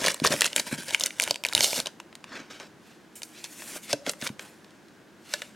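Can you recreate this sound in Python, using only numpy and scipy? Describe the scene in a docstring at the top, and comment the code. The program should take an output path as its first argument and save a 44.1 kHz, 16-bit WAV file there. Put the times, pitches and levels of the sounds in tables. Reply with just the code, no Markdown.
"""Opening a foil card pack

Hands tear open a foil pack: noise bursts ring as snapping creases, and noise with random slips makes the rustle.
A bright rush of noise is the film coming off; then cards rub (more slips), flick (ringing clicks) and tap.
Fading sine tones make the bumps, knocks and taps of the fingers and the stack.
A table top adds a weak echo, a small room answers softly, and low steady noise lies underneath."""
import sys
import numpy as np
from scipy import signal
from scipy.fft import rfft, irfft, next_fast_len
from scipy.io import wavfile
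from scipy.ndimage import uniform_filter1d, map_coordinates

SR = 44100
rng = np.random.default_rng(int(sys.argv[2]) if len(sys.argv) > 2 else 0)


def pcm_store(signal):
    """Save signal as 16-bit PCM."""
    levels = np.round(np.clip(np.atleast_2d(signal), -1, 1) * 32767)
    wavfile.write(sys.argv[1], SR, levels.astype(np.int16).T)


N = 245056  # length [samples]


def amp(db):
    """Turn decibels into a gain."""
    return 10 ** (np.asarray(db) / 20)


def unit(x):
    """Scale to an rms of 1."""
    return x / np.sqrt(np.mean(x ** 2) + 1e-20)


def along(points, hz):
    """Read a curve of (frequency, value) points, with frequency on a log axis."""
    f, value = np.transpose(points)
    return np.interp(np.log(hz + 1), np.log(f + 1), value)


def filtered(x, response):
    """Multiply the spectrum of x by a response, given as a function of frequency in Hz."""
    n = x.shape[-1]
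    padded = next_fast_len(n + 4096)
    spectrum = rfft(x, padded) * response(np.fft.rfftfreq(padded, 1 / SR))
    return irfft(spectrum, padded)[..., :n]


def resonance(f, hz, q):
    """Response of one damped vibration; a higher q rings longer."""
    return 1j * f * hz / q / (hz * hz - f * f + 1j * f * hz / q)


def wobble(rate):
    """A smooth random curve through `rate` random points a second."""
    points = rng.standard_normal(int(N * rate / SR) + 4)
    return map_coordinates(points, [np.arange(N) * rate / SR])


def add(track, s, sound):
    """Mix a sound into the track at time s."""
    part = track[max(0, round(s * SR)):][:len(sound)]
    part += sound[:len(part)]


def swell(start, hold, rise, fall):
    """Level in dB of a movement: up 20 dB in rise seconds, held, down 20 dB in fall seconds."""
    t = np.arange(N) / SR
    before = np.maximum(start - t, 0) / (abs(rise) + 1e-6)
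    after = np.maximum(t - start - hold, 0) / (abs(fall) + 1e-6)
    return -20 * (before + after)


def together(movements):
    """Add the power of movements (level over time, body, treble, all dB); return the same three controls."""
    def total(levels):
        return 10 * np.log10(sum(amp(db) ** 2 for db in levels) + 1e-20)

    level = total(db for db, body, treble in movements)
    body_level = total(db + body for db, body, treble in movements)
    treble_level = total(db + treble for db, body, treble in movements)
    return level, body_level - level, treble_level - level


def sized(x):
    """Give a short sound the same energy as 1 ms at an rms of 1."""
    return x / np.sqrt(np.sum(x ** 2) / (SR / 1000))


def clicks(rows, life, q, hiss_hz, hiss_q, flutter_db, flutter_t60):
    """Each sudden release rings a small patch of sheet and jolts the body behind it; the rest flutters on.

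    Rows: (time [s], relative level [dB], ring [Hz], treble [dB], body [dB])."""
    low_body_hz, high_body_hz, body_q = 587, 960, 2.9  # the filled pack and the bare stack share these
    out, t = np.zeros(N), np.arange(SR // 16) / SR

    def body_response(f):
        return resonance(f, low_body_hz, body_q) + amp(-2.0) * resonance(f, high_body_hz, 2 * body_q)

    for s, db, hz, treble_db, body_db in rows:
        release, flutter = rng.standard_normal((2, len(t)))
        push = release * np.exp(-t / life) + flutter * amp(flutter_db - 60 * t / flutter_t60)
        ring = sized(filtered(push, lambda f: resonance(f, hz, q) * resonance(f, hz, 0.18)))
        hiss = sized(filtered(push, lambda f: resonance(f, hiss_hz, hiss_q) ** 2))
        body = sized(filtered(push, body_response))
        mix = ring + amp(treble_db) * hiss + amp(body_db) * body
        add(out, s, amp(db) * sized(mix))
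    return out


def softened(x, corner_hz):
    """Round off the top of each click above a corner frequency."""
    return filtered(x, lambda f: 1 / (1 + (f / corner_hz) ** 6))


def small_creases(grip_db, count=1200):
    """Small releases come at random, more often (up to a limit) and louder when the level is high."""
    full_rate, full_grip_db = 130, -43  # releases a second at or above this level
    level_db, spread_db = 5.5, 3.5  # above the level given, and random scatter
    middle_hz, spread_octaves = 2890, 0.84
    treble_db, body_db = -5, -12
    moment, chance = rng.random((count, 2)).T
    size, pitch = rng.standard_normal((count, 2)).T
    db = grip_db[(moment * N).astype(int)]
    rate = full_rate * np.minimum(amp(db - full_grip_db), 1)
    happens = chance * count * SR / N < rate
    level = db + level_db + spread_db * size
    hz = middle_hz * 2 ** (spread_octaves * pitch)
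    rows = np.transpose([moment * N / SR, level, hz, np.full(count, treble_db)])
    return [(*row, body_db) for row in rows[happens]]


def rubbing(controls, spectrum, rate, spread_db, uneven_db, uneven_rate):
    """Countless tiny slips of uneven size, plus noise, excite a sheet; its body and treble are set apart."""
    body_below_hz, treble_above_hz = 1600, 6680
    db, body_db, treble_db = controls
    sizes = amp(spread_db * np.minimum(rng.standard_exponential(N), 3))
    slips = (rng.random(N) < rate / SR) * sizes * np.sign(rng.standard_normal(N))
    drive = (unit(slips) + rng.standard_normal(N)) * amp(uneven_db * wobble(uneven_rate))
    sheet = filtered(drive, lambda f: amp(along(spectrum, f)))

    def below(f, hz):
        return 1 / (1 + (f / hz) ** 8)

    body = unit(filtered(sheet, lambda f: below(f, body_below_hz)))
    middle = unit(filtered(sheet, lambda f: below(f, treble_above_hz) - below(f, body_below_hz)))
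    treble = unit(filtered(sheet, lambda f: 1 - below(f, treble_above_hz)))
    return amp(db) * (amp(body_db) * body + middle + amp(treble_db) * treble)


def flexing(x, depth_db):
    """A bending sheet keeps shifting its resonances: a random gain drifts over time and frequency."""
    z = signal.stft(x, nperseg=256)[2]
    field = uniform_filter1d(rng.standard_normal(z.shape), size=3, axis=0)  # smooth over frequency
    field = uniform_filter1d(field, size=10, axis=1)  # smooth over time
    gain = unit(amp(depth_db * unit(field)))
    return signal.istft(z * gain, nperseg=256)[1][:N]


def crumpling():
    """The wrapper is held and squeezed again and again, each squeeze swelling and dying away."""
    attack_s, release_s = 0.015, 0.029  # time for 20 dB
    # squeezes: (start [s], end [s], relative level [dB], body [dB], treble [dB])
    squeezes = [(0.0, .108, -34.5, -1, -8.5), (.043, .1, -28.5, -5, -11.5), (.245, .268, -24.5, -1, -15),
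                (.31, .342, -29.5, -0.5, -4), (.35, .46, -38.5, -3, -2), (.408, .465, -31, -12, -13),
                (.565, .6, -33, -5, -2), (.67, .69, -39.5, -2.5, -5), (.715, .745, -38, 1, -5),
                (.785, .806, -39.5, -4, -7), (.81, .88, -52.5, -16, 4.5), (.882, .955, -38, -5.5, -7),
                (1.0, 1.068, -38, -4, -4.5), (1.2, 1.255, -39.5, -7.5, -5), (1.265, 1.312, -39, -2, -10),
                (1.47, 1.545, -45, -5.5, -6), (1.56, 1.603, -35, 0, -1.5), (1.775, 1.8, -38, 0.5, -9),
                (1.86, 1.876, -43.5, 3.5, -34)]
    # the pack shifting in the fingers meanwhile: (start [s], end [s])
    held_span = (0.0, 1.33)
    # how that shifting sounds: (relative level [dB], body [dB], treble [dB])
    held_sound = (-50, -4, -6.5)
    movements = []
    for start, end, db, body, treble in [*squeezes, (*held_span, *held_sound)]:
        level = db + swell(start, end - start, attack_s, release_s)
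        movements.append((level, body, treble))
    return together(movements)


def dragging():
    """Level in dB of the pull that drags the wrapper off, silent outside it."""
    # the pull: (time [s], level [dB])
    pull_levels = [(1.56, -57), (1.615, -31), (1.628, -26.5), (1.645, -20.5), (1.657, -26), (1.70, -32.5),
                   (1.745, -33), (1.777, -28), (1.85, -59)]
    s, db = np.transpose(pull_levels)
    return np.interp(np.arange(N) / SR, s, db, left=-np.inf, right=-np.inf)


def foil():
    """Creases snap and crackle as they buckle, over a crinkle that follows the grip; the pull crackles too."""
    # loud creases buckling: (time [s], relative level [dB], ring [Hz], treble [dB], body [dB])
    creases = [(.0429, -11.5, 1650, -18, -8), (.0505, -10, 1600, -14, 1.5), (.07, -6.5, 2900, -22, -1),
               (0.083, -5, 1950, -4, -11), (.119, -17, 6000, 0, -12), (0.144, -13.5, 3900, 3, -2.5),
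               (0.2001, -19, 2700, -9.5, -5.5), (.2428, -14.5, 2530, -7, -21),
               (0.259, -13, 3590, -10.5, -6), (.273, -4.5, 3800, -8, -8.5), (.339, -15.5, 3400, -3.5, -2),
               (.4088, -2.5, 4300, -1, -18), (0.4191, -1, 2200, -10, -13.5), (0.4525, -13.5, 2900, -6, -13),
               (0.4598, -15.5, 3500, -16.5, -13.5), (.4638, -9.5, 5500, -3.5, -8.5),
               (.4679, -18.5, 4300, -5, -4), (0.5307, -17.5, 2700, -21, -13.5), (.5625, -2, 2900, 2, -11),
               (0.5806, -11.5, 2300, -18, -15.5), (.597, -8, 3650, -24, -7.5),
               (0.9469, -1.5, 2150, -17, -17), (0.9977, -14, 7600, -4.5, -15),
               (1.009, -10.5, 3500, -17.5, -8.5), (1.015, -17.5, 5000, -23.5, -6),
               (1.0368, -6, 5000, -30, -17.5), (1.0608, -7, 6500, 1.5, -23), (1.0682, -15, 4500, -2.5, -25),
               (1.1065, -21.5, 2500, -21.5, -17.5), (1.1989, -3, 2600, -5.5, -18.5),
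               (1.2094, -16, 4300, 0.5, -1.5), (1.2213, -8.5, 6300, 1.5, -22),
               (1.228, -12.5, 5200, -17.5, -6), (1.233, -15.5, 5500, -4, -16), (1.238, -8, 3300, 8.5, -19),
               (1.2767, -13, 1810, -6.5, -3), (1.3092, -3.5, 4750, -31.5, -9.5),
               (1.3435, -20.5, 2900, -11, -10), (1.3584, -16.5, 3180, -13.5, -9.5),
               (1.4378, -13.5, 3000, -7.5, -7), (1.45, -6, 2600, -16, -17.5),
               (1.4573, -15, 2200, -25, -3.5), (1.465, -15, 2800, 1.5, -13),
               (1.4868, -16, 4000, -10, -11.5), (1.5268, -15, 1600, -22, -10), (1.534, -13.5, 3600, -2, -5),
               (1.5502, 0.5, 4270, -11, -15.5), (1.5667, -14, 2320, -13, -17),
               (1.5781, -7.5, 2800, -6, -14.5), (1.6074, -3, 3200, -31.5, -10.5),
               (1.6435, -4, 4000, -11.5, -9), (1.731, -11, 2700, -7, -1), (1.8013, -9, 3700, -10, -8)]
    # tone of the crinkling foil: (frequency [Hz], relative level [dB])
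    foil_tone = [(25, -41), (80, -8.5), (136, -6), (237, 4.5), (386, 1), (629, 2), (768, -13), (917, 1.5),
                 (1200, -9), (1560, 3), (4620, -2), (9820, 3), (15000, -13)]

    def snap(rows):
        sharp = clicks(rows, life=0.00044, q=2.84, hiss_hz=7040, hiss_q=0.66,
                       flutter_db=-10.5, flutter_t60=0.012)
        return softened(sharp, corner_hz=12000)

    grip = crumpling()
    crinkle = rubbing(grip, foil_tone, rate=3800, spread_db=4.0, uneven_db=2.0, uneven_rate=150)
    crackle_level = np.maximum(grip[0], dragging() - 4)  # the pull crackles 4 dB less than a squeeze
    crackle = snap(small_creases(crackle_level))
    return amp(-6.5) * snap(creases) + amp(-2.5) * flexing(crinkle, depth_db=2.5) + crackle


def fingers():
    """Bumps set the stack swinging, knocks and taps ring the stack or one card: tones that start sharp and fade."""
    # fingers bumping pack and stack: (time [s], relative level [dB], pitch [Hz])
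    bumps = [(.219, -13, 246), (.305, -18, 260), (.339, -22.5, 228), (0.7273, -14, 223),
             (4.076, -22.5, 247), (4.226, -23, 221), (4.3011, -22, 201.4)]
    # swing of the hand-held stack: (pitch ratio [1], relative level [dB], time to fall 60 dB [s])
    hand_modes = [(1, 2, 0.024), (0.675, -13, 0.09)]
    # the edge of the stack being knocked: (time [s], relative level [dB])
    knocks = [(.318, -20), (.338, -19), (1.309, -27), (3.9313, -14.5), (4.07, -21.5)]
    # vibrations of the stack: (frequency [Hz], relative level [dB], time to fall 60 dB [s])
    stack_modes = [(130, -15.5, 0.074), (293, -17.5, 0.16), (447, -8.5, 0.047), (570, 2, 0.033),
                   (653, -9.5, 0.046), (1560, -9.5, 0.03)]
    # a single card tapped on the stack: (time [s], relative level [dB])
    card_taps = [(4.224, -36), (5.3366, -27.5), (5.4195, -40.5)]
    # vibrations of a single card: (frequency [Hz], relative level [dB], time to fall 60 dB [s])
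    card_modes = [(591, -1, 0.052), (1500, 6, 0.026), (1720, 4, 0.04), (3760, 5.5, 0.024)]
    radiate_hz = 140  # so small a body gives off little sound below this

    swings = [(s, db + mode_db, hz * ratio, t60) for s, db, hz in bumps for ratio, mode_db, t60 in hand_modes]
    rings = [(s, db + mode_db, hz, t60) for s, db in knocks for hz, mode_db, t60 in stack_modes]
    taps = [(s, db + mode_db, hz, t60) for s, db in card_taps for hz, mode_db, t60 in card_modes]
    out, t = np.zeros(N), np.arange(SR // 5) / SR
    sag = 1 + 0.3 * np.exp(-t / 0.00087)  # the grip relaxes and the pitch sags
    onset = 1 - np.exp(-t / 0.0027)
    for s, db, hz, t60 in swings + rings + taps:
        phase = 2 * np.pi * np.cumsum(hz * sag) / SR
        add(out, s, amp(db - 60 * t / t60) * onset * np.sin(phase))
    return filtered(out, lambda f: 1j * f / (radiate_hz + 1j * f)) * amp(4.0)


def pull():
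    """The film slides off the cards in one dense, bright rush of noise."""
    # tone of film sliding on card: (frequency [Hz], relative level [dB])
    film_tone = [(29, -50), (80, -20), (607, -7), (1030, -14), (2500, -11), (4560, -1.5), (12500, -11.5),
                 (15500, -25)]
    rush = unit(filtered(rng.standard_normal(N), lambda f: amp(along(film_tone, f))))
    uneven = rush * amp(1.6 * wobble(300))
    return amp(dragging()) * flexing(uneven, depth_db=1.0)


def sliding():
    """Each stroke of a card gathers speed and dies away."""
    # card over card, 20 dB down at both ends:
    # (start [s], fastest moment [s], end [s], relative level [dB], body [dB], treble [dB])
    strokes = [(2.263, 2.359, 2.49, -42, 3, -24), (2.499, 2.503, 2.64, -44.5, -0.5, -15),
               (2.583, 2.606, 2.69, -46, 3.5, -15), (2.77, 2.89, 3.06, -58, 0, -6.5),
               (3.156, 3.155, 3.225, -51, -13, 9.5), (3.215, 3.229, 3.38, -59.5, -17, 9),
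               (3.28, 3.38, 3.52, -48.5, -12, -9), (3.434, 3.448, 3.47, -34, -22, -9),
               (3.315, 3.694, 3.81, -46, -4, 3), (3.686, 3.76, 3.808, -43, -1, 3),
               (3.811, 3.839, 3.93, -48, -19, 2), (3.86, 3.913, 3.955, -33.5, -6, -8),
               (4.054, 4.096, 4.113, -30, -2.5, -8.5), (4.092, 4.119, 4.13, -49.5, -3, 10.5),
               (4.195, 4.248, 4.295, -45.5, 4.5, 7), (4.212, 4.269, 4.293, -33.5, -6, -9),
               (4.379, 4.41, 4.62, -51.5, 3, -2.5), (4.452, 4.65, 5.15, -66.5, -3, -9),
               (5.222, 5.33, 5.55, -44.5, -6.5, -5)]
    roundness = 1.2  # above 1 a stroke holds its level, then ends sooner
    movements = []
    for start, peak, end, db, body, treble in strokes:
        straight = swell(peak, 0, peak - start, end - peak)
        rounded = -20 * np.abs(straight / 20) ** roundness
        movements.append((db + rounded, body, treble))
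    return together(movements)


def cards():
    """Card stock slides with a fine grain and tiny catches, and flicks with a sharp tick and a short rasp."""
    # card edges catching and letting go: (time [s], relative level [dB], ring [Hz], treble [dB])
    edge_flicks = [(1.859, -20, 2530, -20), (1.8695, -18, 3740, -29), (2.001, -27.5, 1720, -15),
                   (2.128, -37.5, 1300, -16), (2.1534, -30, 2390, -0.5), (2.242, -29, 1760, -12),
                   (2.6, -29.5, 1570, -21), (3.2195, -27.5, 2550, -1), (3.2324, -21.5, 2500, 12),
                   (3.4417, -22.5, 4040, -4), (3.6215, -29.5, 1600, -10), (3.9298, -9.5, 3800, -12),
                   (4.065, -19.5, 2300, -28), (4.0946, -12.5, 5370, -14), (4.135, -30.5, 1470, -2.5),
                   (4.2143, -26, 2897, -15), (4.2228, -23, 1800, -10), (4.2677, -19.5, 1960, -14),
                   (4.2735, -18.5, 3520, 2), (4.291, -30, 1390, -15), (4.3943, -24.5, 1940, -16),
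                   (4.645, -41, 2200, -6), (4.707, -45, 2600, -7), (4.884, -47, 2600, -8),
                   (5.3382, -12.5, 3860, -7), (5.4194, -21.5, 1820, -5)]
    # tone of card rubbing on card: (frequency [Hz], relative level [dB])
    card_tone = [(88, -29.5), (150, -14), (264, -1), (376, -5), (589, -7), (854, -14), (1040, -9),
                 (1720, -2), (2200, 4), (4410, 0.5), (7320, 0), (11300, -5), (16000, -16)]

    def tick(rows):
        return clicks(rows, life=0.0011, q=1.0, hiss_hz=6400, hiss_q=0.39,
                      flutter_db=-10.0, flutter_t60=0.03)

    stroke = sliding()
    flicks = tick([(*row, -7.5) for row in edge_flicks])  # body under each flick [dB]
    catches = tick(small_creases(stroke[0]))
    slide = rubbing(stroke, card_tone, rate=6000, spread_db=4, uneven_db=1.5, uneven_rate=70)
    ticks = softened(amp(-2) * flicks + amp(-6.5) * catches, corner_hz=10800)
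    return ticks + amp(-1.83) * flexing(slide, depth_db=2.1)


def over_table(x):
    """The table top returns a weak copy, its delay swaying at random as the hands move."""
    echo_db, delay_s, sway = -10, 0.001409, .2
    t = np.arange(N) / SR
    delay = delay_s * np.exp(sway * wobble(2.8))
    return x + amp(echo_db) * np.interp(t - delay, t, x)


def microphones(x):
    """Two close capsules hear nearly the same sound; their small difference drifts as the hands move."""
    # difference between the capsules: (frequency [Hz], side level [dB])
    width = [(60, -17), (200, -49), (2380, -28), (5980, -17.5)]
    drift, moves_per_s = .15, 10  # drift in half turns of phase
    side = signal.hilbert(filtered(x, lambda f: amp(along(width, f))), next_fast_len(N))[:N]
    turn = np.pi * (0.5 + drift * wobble(moves_per_s))
    side = np.real(side * np.exp(1j * turn))
    return np.array([x + side, x - side])


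def room(x):
    """Fading noise stands for countless echoes, each pitch dying at its own pace, spread over two ears."""
    # how long the room rings: (frequency [Hz], time to fall 60 dB [s])
    decay = [(200, 0.81), (2000, 0.23), (12000, 0.36)]
    hz, t, z = signal.stft(rng.standard_normal((2, SR // 2)), SR, nperseg=256)
    fade = amp(-60 * t / along(decay, hz)[:, None])
    tail = signal.istft(z * fade, SR, nperseg=256)[1]
    tail = np.pad(tail, ((0, 0), (SR // 300, 0)))  # a short wait before the first echo
    tail = tail / np.linalg.norm(tail[0])
    mid, side = signal.fftconvolve(x[None], tail, axes=1)[:, :N]
    return mid + amp(-9) * np.array([side, -side])


def background():
    """Low steady room noise with a little hiss: filtered noise, slightly different in each ear."""
    # tone of the quiet room: (frequency [Hz], relative level [dB])
    air_tone = [(20, -39.5), (76, -16), (217, -1), (270, -6), (317, -1), (440, -9), (1260, -16.5),
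                (1560, -13), (2220, -20.5), (6380, -28), (14800, -40)]
    noise = rng.standard_normal((2, N))
    mid, side = unit(filtered(noise, lambda f: amp(along(air_tone, f))))
    return amp(-54.0) * (mid + amp(-10.5) * np.array([side, -side]))


def scene():
    """The handling, its room and the background."""
    hands = over_table(foil() + pull() + cards()) + fingers()
    return microphones(hands) + amp(-18.5) * room(hands) + background()


def record(dry):
    """Peaks flatten at full scale, then everything from 16 kHz up is removed."""
    top_hz = 16000
    return filtered(np.clip(dry, -1, 1), lambda f: f < top_hz)


dry = scene()
out = record(dry)
pcm_store(out)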